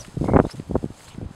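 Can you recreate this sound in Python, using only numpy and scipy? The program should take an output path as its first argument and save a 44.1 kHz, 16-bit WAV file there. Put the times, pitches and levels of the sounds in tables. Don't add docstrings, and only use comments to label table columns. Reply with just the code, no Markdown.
import sys
import numpy as np
from scipy.fft import rfft, irfft, next_fast_len
from scipy.io import wavfile
from scipy.ndimage import map_coordinates

SR = 44100
rng = np.random.default_rng(int(sys.argv[2]) if len(sys.argv) > 2 else 0)


def inscribe(sig):
    pcm = np.round(np.clip(np.atleast_2d(sig).T, -1, 1) * 32767)
    wavfile.write(sys.argv[1], SR, pcm.astype(np.int16))


N = 59535


def amp(db):
    return 10 ** (np.asarray(db) / 20)


def unit(x):
    return x / np.sqrt(np.mean(x ** 2) + 1e-20)


def clock():
    return np.arange(N) / SR


def curve(rows):
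    return np.interp(clock(), *np.transpose(rows))


def wobble(rate):
    return map_coordinates(rng.standard_normal(N // 8), [clock() * rate], mode="wrap")


def filtered(x, response):
    size = next_fast_len(N + 8192)
    return irfft(rfft(x, size) * response(np.fft.rfftfreq(size, 1 / SR)), size)[:N]


def noise(colour):
    knots_hz, db = np.transpose(colour)
    response = lambda hz: amp(np.interp(np.log(hz + 1), np.log(knots_hz), db))
    return unit(filtered(rng.standard_normal(N), response))


def eddy(length, bass_hz, corner_hz, size=4096):
    treble_order = 5.92
    t = (np.arange(size) - size // 2) / SR
    hz = np.fft.rfftfreq(size, 1 / SR)
    window = np.exp(-.5 * np.abs(t / (.5 * length)) ** 3)
    swing = rng.standard_normal(size)
    for _ in range(3):
        swing = irfft(np.exp(1j * np.angle(rfft(swing * window))))
    u = 1j * hz / bass_hz
    highpass = u ** 2 / (1 + np.sqrt(2) * u + u ** 2)
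    lowpass = (1 + (hz / corner_hz) ** 2) ** (-treble_order / 2)
    swing = irfft(rfft(swing * window) * highpass * lowpass)
    return swing / np.linalg.norm(swing)


def buffets():
    # centre in seconds, length in seconds, level in dB, bass edge in Hz, treble corner in Hz.
    eddies = [(0.019, 0.0092, -48, 50, 780), (0.085, 0.017, -38.5, 169, 337),
              (0.145, 0.0068, -36, 59.7, 430), (0.1698, 0.0047, -20.5, 148, 483),
              (0.176, 0.007, -21, 111, 340), (0.2128, 0.0054, -18.5, 201.5, 470),
              (0.218, 0.0043, -15, 173, 410), (0.23, 0.0053, -19.5, 141, 496),
              (0.244, 0.0086, -20, 121, 964), (0.26, 0.014, -25, 50, 766), (0.285, 0.012, -18, 139, 1150),
              (0.2982, 0.014, -19.5, 91, 1140), (0.313, 0.012, -26.5, 50, 620),
              (0.321, 0.011, -22, 100, 785), (0.337, 0.0045, -10.5, 50, 1240),
              (0.344, 0.012, -16, 50, 1110), (0.354, 0.0038, -7, 50.4, 780),
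              (0.363, 0.0057, -5, 50.5, 1210), (0.3681, 0.0035, -9, 120, 1950),
              (0.373, 0.011, -14, 140, 1220), (0.382, 0.0097, -29, 100, 870),
              (0.392, 0.0076, -10.5, 290, 1250), (0.4, 0.0029, -1.5, 91.5, 1213),
              (0.407, 0.022, -24.5, 90, 1120), (0.443, 0.007, -23, 50, 720),
              (0.452, 0.0078, -19.5, 140, 970), (0.467, 0.012, -26.5, 50.4, 660),
              (0.546, 0.02, -36.5, 119, 664), (0.599, 0.0054, -21.5, 118, 420),
              (0.629, 0.0096, -38, 122, 220), (0.699, 0.0066, -26.5, 164, 380),
              (0.713, 0.0062, -20, 115, 680), (0.718, 0.008, -22.5, 60.3, 330),
              (0.744, 0.0057, -17.5, 67.6, 513), (0.757, 0.0073, -13, 256, 970),
              (0.762, 0.006, -14, 48.4, 860), (0.828, 0.015, -32.5, 102, 734),
              (0.843, 0.0036, -15, 136, 557), (0.86, 0.011, -27, 70.4, 443), (0.906, 0.0093, -31, 70, 476),
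              (1.089, 0.02, -45, 70, 270), (1.152, 0.0094, -36, 91, 323), (1.183, 0.0096, -27, 167, 316),
              (1.216, 0.0068, -30, 172, 730), (1.2268, 0.017, -28.5, 51.3, 464),
              (1.254, 0.034, -32, 68, 250), (1.289, 0.005, -38.5, 50, 450), (1.312, 0.011, -35, 166, 261)]
    trim_db = -1
    out = np.zeros(N + 2 * SR)
    for s, length, db, bass_hz, corner_hz in eddies:
        swing = eddy(length, bass_hz, corner_hz)
        start = SR + round(s * SR) - len(swing) // 2
        out[start:start + len(swing)] += amp(db + trim_db) * np.sqrt(length * SR) * swing
    return out[SR:SR + N]


def rumble():
    # time in seconds, level in dB.
    flow = [(0, -46.5), (.08, -42), (.12, -52), (.17, -42), (.21, -38), (.26, -33.5), (.32, -23.5),
            (.348, -18.5), (.375, -28), (.47, -33), (.5, -57.5), (.6, -34.5), (.66, -51.5), (.72, -32.5),
            (.79, -36.5), (.86, -35), (.92, -44), (.96, -67), (1.01, -51), (1.13, -55), (1.2, -40.5),
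            (1.25, -32), (1.29, -51.5), (1.35, -54)]
    # frequency in Hz, relative level in dB.
    colour = [(15, -24), (35, -4), (62, -1), (140, -1.5), (250, -16.5), (500, -23), (1000, -49),
              (3000, -85)]
    lump_db = 3.5
    return amp(curve(flow) + lump_db * wobble(rate=55)) * noise(colour)


def microphone(pressure):
    overload, port_hz = .92, 3460
    rounded = pressure / (1 + (pressure / overload) ** 6) ** (1 / 6)
    return filtered(rounded, lambda hz: 1 / (1 + (hz / port_hz) ** 4))


def brush(centre_s, spread_s, hz, octaves, glide=0):
    bell = lambda f: np.exp(-.5 * (np.log2((f + 1) / hz) / octaves) ** 2)
    band = unit(filtered(rng.standard_normal(N), bell))
    t = clock() - centre_s
    speed = 2 ** (glide * np.clip(t, -3 * spread_s, 3 * spread_s))
    travel = np.cumsum(speed)
    travel += N / 2 - np.interp(0, t, travel)
    swell = np.exp(-.5 * (t / spread_s) ** 2)
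    return map_coordinates(band, [travel], order=5) * swell


def rustle():
    # time in seconds, level in dB before the trim.
    levels = [(0.0, -52), (0.168, -62), (0.254, -55), (0.292, -59), (0.424, -61), (0.5, -55.5),
              (0.51, -48.5), (0.548, -62.5), (0.564, -54), (0.612, -62.5), (0.856, -62), (0.864, -65),
              (1.052, -53.5), (1.066, -60), (1.09, -52.5), (1.108, -60), (1.274, -72), (1.35, -61.5)]
    # frequency in Hz, relative level in dB.
    blades = [(300, -8), (900, 3.5), (2000, -2.5), (3500, -1), (5000, -0.5), (8200, 0), (10500, -6),
              (12500, -16.5), (15500, -24)]
    trim_db, grain_db = 5.5, 2.5
    grainy = unit(noise(blades) * amp(grain_db * wobble(rate=890)))
    return amp(curve(levels) + trim_db) * grainy


def swishes():
    # centre in seconds, spread in seconds, level in dB, centre pitch in Hz,
    # width in octaves, glide in octaves a second.
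    strokes = [(0.0082, 0.0083, -36.5, 5840, 0.031, -1.5), (.02, 0.01, -47.5, 5300, .2, -13),
               (.012, 0.013, -58, 11000, 0.076, -6), (0.00995, 0.014, -47, 597, 0.23, 0.5),
               (.458, 0.0061, -48, 3660, 0.074, -4), (0.5, 0.014, -50, 1650, 1, 0),
               (.496, 0.013, -52.5, 4100, .2, 5.5), (0.516, 0.0088, -42, 5300, 0.082, 4.5),
               (0.519, 0.0074, -52.5, 10600, 0.064, 9.5), (.98, 0.014, -55.5, 7140, 0.12, 6.5),
               (1.02, 0.02, -62, 1100, 0.44, 4), (1.05, .014, -54, 7300, 0.14, -7.5),
               (1.068, .012, -56, 3300, 0.084, 3), (1.086, .007, -51.5, 4180, 0.073, -0.5),
               (1.118, 0.015, -52.5, 2830, 0.29, -4), (1.03, 0.034, -65, 11000, 0.31, -1.5),
               (1.137, 0.0039, -55.5, 6500, .05, -2)]
    return sum(amp(db) * brush(s, spread, hz, octaves, glide)
               for s, spread, db, hz, octaves, glide in strokes)


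def ticks():
    # time in seconds, level in dB, centre pitch in Hz.
    stalks = [(.05, -40, 1670), (.246, -48.5, 4180), (0.498, -38.5, 930), (0.6, -43, 1810),
              (.69, -58, 9000), (1.007, -49.5, 1880), (1.083, -45, 1690), (1.147, -46, 1560)]
    return sum(amp(db) * brush(s, spread_s=.0024, hz=hz, octaves=.72) for s, db, hz in stalks)


def whistle():
    flutter_hz, flutter_depth = 56, .79
    tone = amp(-47.5) * brush(centre_s=.33, spread_s=.045, hz=2130, octaves=.063)
    flutter = 1 + flutter_depth * np.sin(2 * np.pi * flutter_hz * clock())
    return tone * flutter


def hillside():
    # frequency in Hz, relative level in dB.
    colour = [(20, 4.5), (100, 1.5), (400, -2), (800, -1), (1300, -5), (2200, -12.5), (4000, -17),
              (9000, -31), (15000, -45)]
    return amp(-51.5) * noise(colour)


def scene():
    wind = microphone(buffets() + rumble())
    air = whistle() + hillside()
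    strides = rustle() + swishes() + ticks()
    return (wind + air + strides)[None]


def record(dry):
    # centre of the dip in Hz, half-width in Hz, depth from 0 to 1.
    notches = [(5740, 260, 0.73), (6960, 150, 0.6)]
    top_hz = 15780

    def response(hz):
        dips = [1 - depth * np.exp(-((hz - centre) / width) ** 2) for centre, width, depth in notches]
        return np.prod(dips, axis=0) * (hz < top_hz)
    return filtered(dry[0], response)[None]


dry = scene()
out = record(dry)
inscribe(out)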